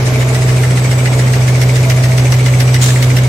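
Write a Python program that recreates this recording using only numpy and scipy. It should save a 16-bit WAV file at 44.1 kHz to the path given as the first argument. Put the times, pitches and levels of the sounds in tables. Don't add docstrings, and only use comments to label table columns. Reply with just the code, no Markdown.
import sys
import numpy as np
from scipy import signal
from scipy.fft import rfft, irfft
from scipy.io import wavfile
from scipy.ndimage import uniform_filter1d

SR = 44100
rng = np.random.default_rng(int(sys.argv[2]) if len(sys.argv) > 2 else 0)


def to_wav(s):
    ch = np.atleast_2d(s).T
    pcm = np.round(np.clip(ch, -1, 1) * 32767)
    wavfile.write(sys.argv[1], SR, pcm.astype(np.int16))


N = 144648

# frequency in Hz, relative level in dB.
HALL_COLOUR = [(20, -32), (40, -11), (60, -14), (110, 4), (145, -3.5), (180, 2.5), (215, -7.5), (255, 1),
               (300, -6.5), (370, -0.5), (520, -5), (660, -6), (850, -10), (1400, -13), (2100, -14),
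               (3000, -17.5), (4200, -20.5), (7000, -20.5), (8200, -32), (10000, -31.5), (13000, -29),
               (16000, -51)]
# frequency in Hz, likeness from 0 to 1.
LEFT_RIGHT_LIKENESS = [(20, .98), (150, 0.88), (350, 0.9), (700, 0.51), (1400, 0), (3000, 0), (8000, 0.22),
                       (14000, 0.38)]
# frequency in Hz, relative level in dB.
RATTLE_COLOUR = [(200, -7), (400, -7), (700, -5), (1200, -2.5), (2300, -22), (4000, -19), (8000, -17),
                 (16000, -36)]
# frequency in Hz, time to fall by 60 dB in seconds.
ROOM_DECAY = [(200, 0.94), (2000, 0.72), (8000, 0.14), (16000, 0.37)]
# time in seconds, level in dB.
MIDRANGE_LEVEL = [(0, 1.5), (.4, 0), (.7, 0), (1.2, 0), (1.45, -1), (2, -0.5), (2.6, -0.5), (3.28, -0.5)]
# time in seconds, level in dB.
MOAN_LEVEL = [(0, -42), (.15, -33), (.4, -32.5), (.85, -41), (1.12, -27.5), (1.45, -38), (1.78, -40),
              (1.96, -25.5), (2.15, -33), (2.35, -49), (3.28, -48)]
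# time in seconds, level in dB.
WHIRR_LEVEL = [(0, -32.5), (.6, -34), (1.3, -34), (3.28, -35.5)]
# frequency in Hz, level in dB.
WHINE_TONES = [(7892, -42.5), (7963, -42), (8036, -47), (8109, -45)]
# time in seconds, level in dB.
WHINE_PATH = [(0, -23), (.35, 2), (.9, 1.5), (1.4, 0), (1.9, -1), (2.3, -0.5), (2.6, 0), (2.95, 2),
              (3.28, -7)]
# frequency in Hz, level in dB.
DRONE_TONES = [(80.2, -37), (92.3, -34.5), (99.4, -35.5), (101.7, -32)]
# multiple of the shaft rate, level in dB.
HUM_TONES = [(1, -29), (2, -10.5), (4, -38), (12, -45)]
# time in seconds, level in dB.
HUM_SWELL = [(0, -1), (.25, -0.8), (.48, 0.6), (1.05, 0.2), (1.35, 1), (1.53, 1.5), (2, 1.4), (2.5, 2),
             (3.28, 1.9)]
OVERTONE_MULTIPLES = (7, 9, 10)
# time in seconds, then the level of each multiple in dB.
OVERTONE_PATH = [(0, -32, -49, -38), (.35, -29.5, -46, -39), (.8, -43, -44, -42), (1.05, -30.5, -32, -42),
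                 (1.35, -31.5, -37.5, -44), (1.7, -38, -35, -41), (1.95, -36, -34, -31),
                 (2.2, -42, -33.5, -44), (2.75, -35, -35.5, -48), (3.28, -43, -35, -40)]
# start in seconds, relative level in dB.
FRAME_THUMPS = [(.409, 1.5), (1.114, 5), (1.256, 2), (2.245, 4.5), (2.662, -8), (3.141, -2.5), (3.229, -3),
                (0.124, 1), (0.809, -2)]
# frequency in Hz, relative level in dB.
THUMP_COLOUR = [(80, -11), (180, 5), (280, 0), (480, -16), (800, -11), (2000, -53)]
# frequency in Hz, relative level in dB.
PUFF_COLOUR = [(400, -26), (1200, -3.5), (2500, -4), (3700, 1.5), (5000, -4), (7000, 1.5), (9000, -5),
               (12000, -15), (16000, -15)]
# start in seconds, level in dB.
PUFF_SPURTS = [(2.814, -21), (2.823, -16), (2.83, -16), (2.839, -14), (2.859, -18)]
# start in seconds, relative crack level in dB, relative ring level in dB,
# ring pitch in Hz, delay of the rebound in seconds, relative rebound level in dB.
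FOLD_CLACKS = [(0.063, -6.5, -6, 2080, 0.016, -9), (0.206, -11, -1, 2100, 0.02, -3),
               (0.345, -5, -1.5, 1980, 0.018, -5), (0.485, -10, -2, 2110, 0.017, -5),
               (0.631, -6.5, 1.5, 2060, 0.019, -3), (0.77, -4.5, 0, 2050, 0.018, -5),
               (0.911, -4.5, 0.5, 2080, 0.015, -7), (1.054, -5, 3.5, 2055, 0.019, 0),
               (1.19, -4.5, -2.0, 1965, 0.02, -3.5), (1.332, -4, 2, 1983, 0.021, -12),
               (1.477, -3.5, 1.5, 2072, 0.017, -3), (1.613, -1, -0.5, 2060, 0.021, -3),
               (1.755, -3, -1.5, 1930, 0.021, -6), (1.898, 2.5, 1.5, 2040, 0.019, 1.0),
               (2.035, -4.5, 1.5, 1940, 0.023, -4), (2.177, -0.5, -3, 2080, 0.016, -5.5),
               (2.32, 0.5, 1, 2040, 0.022, 0), (2.459, -0.5, 2, 2040, 0.023, -2.5),
               (2.6, 2, -2, 2040, 0.016, -4.0), (2.741, 1.5, 2, 2096, 0.022, 1.5),
               (2.882, -1, 0, 1960, 0.022, -1), (3.023, 3, -2, 2210, 0.015, -4.0),
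               (3.165, 0.5, 1, 2070, 0.022, 0.5)]
# start in seconds, relative level in dB,
# ring pitch in Hz, relative bounce level in dB.
RETURN_KNOCKS = [(0.146,-4,2330,-2), (0.289,-4,2140,-8), (0.421,-6,2050,-6), (0.569,-6,2340,-6),
                 (0.708,-4,2210,-5), (0.846,-2.5,2140,-2), (0.99,-4,2350,-2.5), (1.129,-3,2180,-5),
                 (1.271,-2,2135,-5), (1.416,-2.5,2350,-8), (1.55,-1.5,2200,-5), (1.693,1,2270,-4),
                 (1.836,-2,2320,-1), (1.972,0.5,2150,-2.5), (2.119,1,2140,-4), (2.255,-2.5,2305,-1.5),
                 (2.395,-2,2210,-3), (2.537,2,2180,-3), (2.678,-2,2330,-1), (2.823,-6,2220,-10),
                 (2.96,2,2120,-4.5), (3.102,0,2290,-1), (3.241,-3,2150,-6)]
# frequency in Hz before tuning to a blow, relative level
# at a clack in dB, relative level at a return in dB, time to fall by 60 dB in seconds.
RING_MODES = [(1400, -7, -11.5, 0.02), (1762, -0.5, -10.5, 0.025), (2040, 1, -3.5, 0.035),
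              (2260, -12, 1.5, 0.031), (2453, -8, -4.5, 0.024), (2836, -7, -11.5, 0.044)]
# frequency in Hz, relative level in dB.
CRACK_COLOUR = [(300, -18), (900, -13), (1600, 4), (3000, 1.5), (4300, 1), (5600, 3), (6600, -1),
                (7500, -7), (9000, -11.5), (11600, -8.5), (16000, -18)]
# frequency in Hz, relative level in dB.
SWISH_COLOUR = [(500, -25), (1500, 4), (3000, 8), (6500, 11), (8500, 11), (11000, -2.5), (16000, -44)]

HALL_DB, RATTLE_DB, ROOM_DB = -20, -37, -14.5
RATTLE_PER_S, RATTLE_SPREAD_DB = 140, 6
MOAN_HZ, MOAN_WIDTH_HZ, MOAN_WANDER_HZ = 653.5, 9, 7.04
WHIRR_HZ, WHIRR_WIDTH_HZ = 2250, 290
WHINE_HISS_HZ, WHINE_HISS_WIDTH_HZ, WHINE_HISS_DB = 8070, 110, -39.5
SHAFT_HZ = 62.955
THUMP_DB, PUFF_DB, PUFF_S = -20, -19.3, 2.806
CRACK_DB, SNAP_DB, RING_DB, REBOUND_DB, RETURN_DB = -21.5, -18.5, -23, -20, -21
RATTLE_ON_DB = -26
FEED_DB, SWISH_DB = -27.5, -28
SNAP_GAP_S, SECOND_SNAP_DB = .0042, -4
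STRIKE_S, CHATTER = .0032, .48
PEAK_KNEE, PEAK_CEILING = .8, .96
EDGE_HZ = 15900


def amp(db):
    return 10 ** (np.asarray(db) / 20)


def unit(x):
    return x / np.sqrt(np.mean(x ** 2) + 1e-20)


def read(points, hz):
    f, value = np.transpose(points)
    return np.interp(np.log(hz + 1), np.log(f + 1), value)


def gain_over_time(points):
    return amp(np.interp(np.arange(N) / SR, *np.transpose(points)))


def add(mix, s, sound):
    part = mix[:, max(round(s * SR), 0):][:, :sound.shape[1]]
    part += sound[:, :part.shape[1]]


def drift(rate_hz):
    hz = np.fft.rfftfreq(N, 1 / SR)
    slow = np.exp(-(hz / rate_hz) ** 2) * (hz > 0)
    return unit(irfft(rfft(rng.standard_normal(N)) * slow, N))


def colour(x, spectrum):
    hz = np.fft.rfftfreq(x.shape[1], 1 / SR)
    a, b = rfft(x) * amp(read(spectrum, hz))
    same = np.clip(read(LEFT_RIGHT_LIKENESS, hz), -1, 1)
    mid, side = a * np.sqrt(1 + same), b * np.sqrt(1 - same)
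    return unit(irfft(np.array([mid + side, mid - side]), x.shape[1]))


def band(centre_hz, width_hz):
    hz = np.fft.rfftfreq(N, 1 / SR)
    peak = 1 / (1 + ((hz - centre_hz) / width_hz) ** 4)
    return colour(irfft(rfft(rng.standard_normal((2, N))) * peak, N), HALL_COLOUR)


def tone(hz, waver, wander):
    angle = 2 * np.pi * (hz * np.arange(N) / SR + rng.random())
    level = np.sqrt(2) * (1 + waver * drift(18))
    return level * np.sin(angle + wander * drift(2.7))


def burst(spectrum, rise, hold, fall, grain_db=0):
    t = np.arange(SR // 2) / SR
    grains = unit(uniform_filter1d(rng.standard_normal(len(t)), size=48))
    noise = amp(grain_db * np.tanh(grains)) * rng.standard_normal((2, len(t)))
    shape = np.minimum(t / rise, 1) * np.exp(-np.maximum(t - rise - hold, 0) / fall)
    return shape * colour(noise, spectrum)


def ring(levels_db, top_hz, scatter=.02):
    t = np.arange(SR // 8) / SR
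    hz, _, _, t60 = np.transpose(RING_MODES)[:, :, None]
    hz = hz * top_hz / hz[np.argmax(levels_db)]
    hz = hz * (1 + scatter * rng.standard_normal(hz.shape))
    phase = rng.uniform(0, 2 * np.pi, hz.shape) + .9 * rng.standard_normal((2, *hz.shape))
    fading = amp(levels_db[:, None] - 60 * t / t60)
    modes = (fading * np.sin(2 * np.pi * hz * t + phase)).sum(1)
    modes *= np.minimum(t / .001, 1)
    chatter = rng.standard_normal((2, len(t))) * np.exp(-t / STRIKE_S)
    contact = (t == 0) + CHATTER * chatter / np.linalg.norm(chatter[0])
    out = signal.fftconvolve(modes, contact, axes=1)[:, :len(t)]
    return out / np.sqrt(np.mean(out[:, :SR // 200] ** 2))


def room(x):
    hz, t, z = signal.stft(rng.standard_normal((2, SR // 2)), SR, nperseg=256)
    fading = amp(-60 * t / read(ROOM_DECAY, hz)[:, None])
    tail = signal.istft(z * fading, SR, nperseg=256)[1]
    return signal.fftconvolve(x, tail / np.linalg.norm(tail[0]), axes=1)[:, :N]


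def uneven(x, patchy_db=2):
    hz, t, z = signal.stft(x, SR, nperseg=512)
    middle = read([(180, 0), (380, 1), (1400, 1), (3500, 0)], hz)[:, None]
    treble = read([(1000, 0), (4000, .6), (9000, 1.4)], hz)[:, None]
    patches = rng.standard_normal((len(t), len(hz))).T
    patches = uniform_filter1d(patches, size=4, axis=0)
    patches = unit(uniform_filter1d(patches, size=9, axis=1))
    change_db = middle * np.interp(t, *np.transpose(MIDRANGE_LEVEL)) + treble * patchy_db * patches
    return signal.istft(z * amp(change_db), SR, nperseg=512)[1][:, :N]


def rollers(flutter_db=.55):
    rumble = colour(rng.standard_normal((2, N)), HALL_COLOUR)
    return amp(HALL_DB) * rumble * amp(flutter_db * drift(75))


def loose_parts(tick_s=.0015):
    sizes = np.minimum(rng.exponential(1, N), 2)
    ticks = (rng.random(N) < RATTLE_PER_S / SR) * amp(RATTLE_SPREAD_DB * sizes)
    shape = signal.lfilter([1], [1, -np.exp(-1 / (tick_s * SR))], ticks)
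    return amp(RATTLE_DB) * colour(shape * rng.standard_normal((2, N)), RATTLE_COLOUR)


def moan():
    wander = np.exp(2j * np.pi * np.cumsum(MOAN_WANDER_HZ * drift(3.9)) / SR)
    shifted = (signal.hilbert(band(MOAN_HZ, MOAN_WIDTH_HZ)) * wander).real
    return shifted * gain_over_time(MOAN_LEVEL)


def whirr():
    return band(WHIRR_HZ, WHIRR_WIDTH_HZ) * gain_over_time(WHIRR_LEVEL)


def inverter(balance_db=1.2):
    lines = np.array([sum(amp(db) * tone(hz, .25, .6) for hz, db in WHINE_TONES) for side in range(2)])
    hiss = amp(WHINE_HISS_DB) * band(WHINE_HISS_HZ, WHINE_HISS_WIDTH_HZ)
    return (lines + hiss) * gain_over_time(WHINE_PATH) * amp([[balance_db], [-balance_db]])


def motor(balance_db=.42):
    out = np.zeros(N)
    for multiple, db in HUM_TONES:
        if multiple == 2:
            out += amp(db) * gain_over_time(HUM_SWELL) * tone(multiple * SHAFT_HZ, .0074, .017)
        else:
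            out += amp(db) * tone(multiple * SHAFT_HZ, .19, .35)
    times, *levels = np.transpose(OVERTONE_PATH)
    for multiple, db in zip(OVERTONE_MULTIPLES, levels):
        out += gain_over_time(np.transpose([times, db])) * tone(multiple * SHAFT_HZ, .33, .48)
    for hz, db in DRONE_TONES:
        out += amp(db) * tone(hz, .53, .9)
    return out * amp([[-balance_db], [balance_db]])


def thumps():
    out = np.zeros((2, N))
    for s, db in FRAME_THUMPS:
        add(out, s, amp(THUMP_DB + db) * burst(THUMP_COLOUR, .002, .0041, .0064))
    return out


def air_puff():
    out = np.zeros((2, N))
    add(out, PUFF_S, amp(PUFF_DB) * burst(PUFF_COLOUR, .015, .045, .09, grain_db=3.5))
    for s, db in PUFF_SPURTS:
        add(out, s, amp(db) * burst(PUFF_COLOUR, .001, .003, .003))
    return out


def clacks():
    out = np.zeros((2, N))
    clack_db = np.transpose(RING_MODES)[1]
    for s, db, ring_db, hz, rebound_s, rebound_db in FOLD_CLACKS:
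        feed = burst(SWISH_COLOUR, .02, .015, .016)
        crack = burst(CRACK_COLOUR, .002, .0065, .01, grain_db=3.5)
        rattle_on = burst(CRACK_COLOUR, .019, .0073, .0055, grain_db=6)
        add(out, s - .022, amp(FEED_DB) * feed)
        add(out, s - .001, amp(CRACK_DB + db) * crack)
        add(out, s, amp(RATTLE_ON_DB + .5 * db) * rattle_on)
        for lag, stroke_db in ((0, 0), (SNAP_GAP_S, SECOND_SNAP_DB)):
            snap = burst(CRACK_COLOUR, .00037, .0011, .0017)
            add(out, s + .002 + lag, amp(SNAP_DB + db + stroke_db) * snap)
            add(out, s + .00294 + lag, amp(RING_DB + ring_db) * ring(clack_db, hz))
        add(out, s + rebound_s, amp(REBOUND_DB + rebound_db) * ring(clack_db, hz))
    return out


def return_knocks():
    out = np.zeros((2, N))
    return_db = np.transpose(RING_MODES)[2]
    for s, db, hz, bounce_db in RETURN_KNOCKS:
        swish = burst(SWISH_COLOUR, .0083, .015, .019, grain_db=4)
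        add(out, s - .013, amp(SWISH_DB) * swish)
        add(out, s, amp(RETURN_DB + db) * ring(return_db, hz))
        add(out, s + .012, amp(RETURN_DB + bounce_db) * ring(return_db, hz))
    return out


def scene(balance_db=.18):
    hits = thumps() + air_puff() + clacks() + return_knocks()
    background = rollers() + loose_parts()
    works = uneven(hits + amp(ROOM_DB) * room(hits) + background) + moan() + whirr()
    return works * amp([[balance_db], [-balance_db]]) + inverter() + motor()


def record(dry):
    over = np.maximum(abs(dry) - PEAK_KNEE, 0)
    headroom = PEAK_CEILING - PEAK_KNEE
    soft = dry + np.sign(dry) * (headroom * np.tanh(over / headroom) - over)
    low_pass = signal.firwin(511, EDGE_HZ, window=("kaiser", 9), fs=SR)
    return signal.oaconvolve(soft, low_pass[None], "same")


dry = scene()
out = record(dry)
to_wav(out)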